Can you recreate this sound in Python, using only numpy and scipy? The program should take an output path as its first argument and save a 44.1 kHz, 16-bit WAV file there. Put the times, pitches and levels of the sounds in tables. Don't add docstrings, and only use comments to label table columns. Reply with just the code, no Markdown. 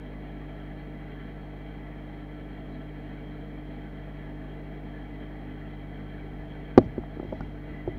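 import sys
import numpy as np
from scipy import signal
from scipy.fft import rfft, irfft, next_fast_len
from scipy.io import wavfile
from scipy.ndimage import uniform_filter1d

SR = 44100
rng = np.random.default_rng(int(sys.argv[2]) if len(sys.argv) > 2 else 0)


def invert_db(x):
    u = np.asarray(x, float) / 20
    return 10 ** u


def generate_wav(sig):
    pcm = np.round(np.clip(np.atleast_2d(sig).T, -1, 1) * 32767).astype(np.int16)
    wavfile.write(sys.argv[1], SR, pcm)


N = 351918


def shaped(gain, excite):
    size = next_fast_len(N)
    hz = np.maximum(np.arange(size // 2 + 1) * SR / size, 1e-3)
    spectrum = rfft(excite, size) * gain(hz) * np.sqrt(SR / 2)
    return irfft(spectrum, size)[:N]


def walk(rate):
    hold = int(SR / rate)
    steps = np.repeat(rng.standard_normal(N // hold + 1), hold)
    smooth = uniform_filter1d(uniform_filter1d(steps, hold), hold)
    return 1.3 * smooth[:N]


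# (multiple of mains, level [dB rms])
HUM_LINES = [(1, -43), (2, -56), (3, -46), (4, -54.5), (5, -57), (6, -48.5), (7, -68), (8, -65), (9, -62.5),
             (10.5, -73.5), (11, -71), (12, -64)]
# (time [s], level [dB])
LEANING_LEVELS = [
    (0, -1),
    (5.2, 0),
    (5.7, 4.5),
    (6.4, 2),
    (6.7, -8),
    (7.0, 3),
    (7.5, 7),
    (7.98, -5),
]


def motor():
    mains_hz, wobble_db = 50.0, 0.35
    phase = 2 * np.pi * np.cumsum(mains_hz + 0.04 * walk(0.7)) / SR
    leaning_db = np.interp(np.arange(N) / SR, *np.transpose(LEANING_LEVELS))
    hum = np.zeros(N)
    for multiple, db in HUM_LINES:
        level_db = db + wobble_db * np.sqrt(multiple) * walk(3)
        if multiple == 2:
            level_db = level_db + leaning_db
        lag = 0.55 * multiple ** 2 + 2.3
        hum += np.sqrt(2) * invert_db(level_db) * np.cos(multiple * phase - lag)
    return hum


def ringing(modes, shared_db, flicker_db, rate):
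    out = np.zeros(N)
    for hz, width, db in modes:
        turbulence, flicker = rng.standard_normal(N), walk(rate)
        glint_db = flicker_db * (flicker + 0.3 * flicker ** 2)
        drive = turbulence * invert_db(shared_db + glint_db)

        def resonance(f):
            detuning = 1.424 * (f - hz * hz / f) / 2 / width
            return invert_db(db) / (1 + detuning ** 2) ** 1.54

        out += shaped(resonance, drive)
    return out


# (frequency [Hz], width [Hz], level [dB per Hz])
TANK_MODES = [(35, 22, -74), (110, 48, -76.5), (182, 39, -71.5), (209, 7.9, -64), (245, 37, -67.5),
              (277.5, 65, -73), (317, 180, -80.5), (391.4, 48, -74.5), (450, 55, -74.5), (651, 40, -73.5),
              (703, 49, -77.5), (797, 118, -79.5), (916, 27, -85)]
# (frequency [Hz], width [Hz], level [dB per Hz])
HOUSING_MODES = [(970, 94, -95.5), (1149, 145, -90.5), (1338, 45, -84), (1528, 144, -87.5),
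                 (1716, 108, -83), (1856, 76, -85), (2001, 125, -82.5), (2262, 215, -87.5), (2534, 46, -94),
                 (2780, 120, -97), (3185, 244, -90), (3960, 340, -103), (4314, 170, -106)]


def water():
    surge_db = 0.4 * walk(5) + 1.1 * walk(35)
    tank = ringing(TANK_MODES, 0.3 * surge_db, flicker_db=0.6, rate=6)
    housing = ringing(HOUSING_MODES, surge_db, flicker_db=1.4, rate=22)
    return tank + housing


# (frequency [Hz], level [dB per Hz])
HISS_CURVE = [(30, -93), (150, -82.5), (550, -81), (1000, -90.5), (2400, -100), (4900, -117), (7500, -123),
              (15500, -120)]


def hiss():
    hz, db = np.transpose(HISS_CURVE)
    return shaped(lambda f: invert_db(np.interp(np.log(f), np.log(hz), db)), rng.standard_normal(N))


# (time [s], rumble level [dB], rustle level [dB], length [s])
GRIP_CHANGES = [(5.1, -62, -105, .1), (6.25, -60, -105, .15), (6.468, -43.5, -100, 0.23),
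                (6.807, -35, -80.5, .06), (6.99, -45, -104, .04), (7.19, -47, -84, 0.068),
                (7.303, -46, -80, 0.069), (7.43, -42, -88, 0.089), (7.713, -46, -91, .06),
                (7.874, -40, -88, 0.026), (7.964, -44, -100, .03)]


def grips(column, late_s, longer):
    rows, t = np.array(GRIP_CHANGES), np.arange(N) / SR
    since = (t - rows[:, :1] - late_s) / (longer * rows[:, 3:])
    fade = np.where(since < 0, (since / 0.59) ** 2, since)
    return invert_db(rows[:, column]) @ np.exp(-fade)


def hands():
    def bass(f):
        low_cut = (f / 18) ** 2 / (1 + (f / 18) ** 2)
        return low_cut / (1 + (f / 150) ** 2) / 10

    def skin(f):
        return 1 / (1 + ((f - 4500) / 1800) ** 4) / 50

    rumble = shaped(bass, rng.standard_normal(N)) * invert_db(2 * walk(15))
    rustle = shaped(skin, rng.standard_normal(N)) * invert_db(3 * walk(150))
    return rumble * grips(1, late_s=0, longer=1) + rustle * grips(2, late_s=0.045, longer=1.4)


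# (frequency [Hz], level [dB], time to fall 60 dB [s])
BODY_MODES = [(90, -11, 0.015), (120, -24.5, 0.25), (190, -16.5, 0.044), (244.3, -9, 0.17),
              (276, -3.5, 0.09), (356, 10.5, 0.034), (432, -11, 0.036), (497, 7, 0.025), (578, 0, 0.049),
              (640, -0.5, 0.052), (804, 22.5, 0.014), (1010, -10.5, .02), (1208, 21.5, 0.017),
              (1440, -20, .02)]
# (time [s], signed force, struck spot [Hz], spread [octaves], ring time [times the free body's])
KNOCK_HITS = [
    (6.777, 1.68, 382, 1, 1.26),
    (6.7784, -1.25, 391, 1.15, 0.21),
    (6.7847, 1, 389, 0.74, 0.85),
    (6.7900, 0.00033, 237, 0.23, 1.7),
    (6.7970, -0.074, 262, 0.21, 0.58),
    (6.8150, .02, 640, 0.14, 2.7),
]
# (time [s], signed force, struck spot [Hz], spread [octaves])
FINGER_TAPS = [(6.9800, 0.12, 357, 0.52), (6.986, -0.065, 250, 0.85), (7.0365, 0.017, 820, 0.45),
               (7.1703, 0.032, 360, 0.55), (7.1975, 0.034, 800, 0.41), (7.1982, -.075, 340, 0.44),
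               (7.2276, -0.03, 400, 0.3), (7.2301, 0.057, 430, 0.51), (7.2490, 0.042, 372, 0.34),
               (7.3100, -0.016, 250, .6), (7.3245, 0.08, 420, 0.6), (7.3272, -0.1, 557, 0.26),
               (7.336, 0.03, 600, 0.16), (7.4065, -0.039, 750, .5), (7.4083, 0.015, 1490, 0.085),
               (7.8763, 0.12, 460, 0.47), (7.8784, 0.074, 352, 0.12)]
# (time [s], signed force, struck spot [Hz])
SOFT_THUDS = [(6.778, -0.19, 110), (6.803, 0.074, 125), (6.8400, 0.047, 200), (6.8550, 0.058, 115),
              (6.996, -0.017, 90), (7.3280, 0.035, 200), (7.425, 0.02, 200), (7.407, .04, 190),
              (7.8784, -0.036, 88), (7.9250, -0.01, 120), (7.947, 0.027, 100), (7.965, -0.042, 132)]


def taps():
    out, t = np.zeros(N + SR), np.arange(SR // 3) / SR
    hz, db, t60 = np.transpose(BODY_MODES)
    hits = list(KNOCK_HITS)
    for s, force, spot_hz, spread in FINGER_TAPS:
        hits.append((s, force, spot_hz, spread, 0.63 / spread ** 0.48))
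    for s, force, spot_hz in SOFT_THUDS:
        hits.append((s, force, spot_hz, 0.59, 0.98))
    for s, force, spot_hz, spread, ring_time in hits:
        octaves_away = np.log2(hz / spot_hz)
        share = invert_db(db) * np.exp(-0.5 * (octaves_away / spread) ** 2)
        decay = np.exp(-np.log(1000) * t / (ring_time * t60[:, None]))
        ring = share @ (decay * np.sin(2 * np.pi * hz[:, None] * t))
        contact_s = 0.44 / spot_hz
        push = np.sin(np.pi * np.clip(t[:900] / contact_s, 0, 1)) ** 2
        rebound = np.roll(push, int(contact_s * SR))
        ring = np.convolve(ring, push - 0.75 * rebound)[:len(t)]
        out[int(s * SR):][:len(t)] += force * ring / np.abs(ring).max()
    return out[:N]


# (time [s], level [dB], brightest [Hz], decay [ms])
EDGE_CRACKS = [
    (6.7770, -8, 5600, 1.2),
    (6.778, -31, 15060, 1.1),
    (6.7805, -10, 4570, 2.0),
    (6.784, -14, 4700, 1.1),
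    (6.788, -25, 4200, 1.6),
    (7.407, -34.5, 5700, 1.6),
]


def cracks():
    out, ms = np.zeros(N + SR), np.arange(1000) * 1000 / SR
    for s, db, top_hz, decay_ms in EDGE_CRACKS:
        grit = rng.standard_normal(len(ms))
        burst = grit * ms / decay_ms * np.exp(-2 * ms / decay_ms)
        plastic = signal.butter(5, [1200, top_hz], "band", fs=SR, output="sos")
        out[int(s * SR):][:len(ms)] += invert_db(db) * signal.sosfilt(plastic, burst)
    return out[:N]


def scene():
    return (motor() + water() + hands() + taps() + cracks())[None]


def low_pass(x):
    return signal.sosfilt(signal.butter(12, 15980, fs=SR, output="sos"), x)


def record(dry):
    ceiling, top_hz = 0.98, 15680
    x = dry / ceiling
    flat = ceiling * x / (1 + np.abs(x) ** 12) ** (1 / 12)
    top_cut = signal.ellip(12, 0.2, 80, top_hz, fs=SR, output="sos")
    mix = signal.sosfilt(top_cut, flat + hiss())
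    return low_pass(mix)


dry = scene()
out = record(dry)
generate_wav(out)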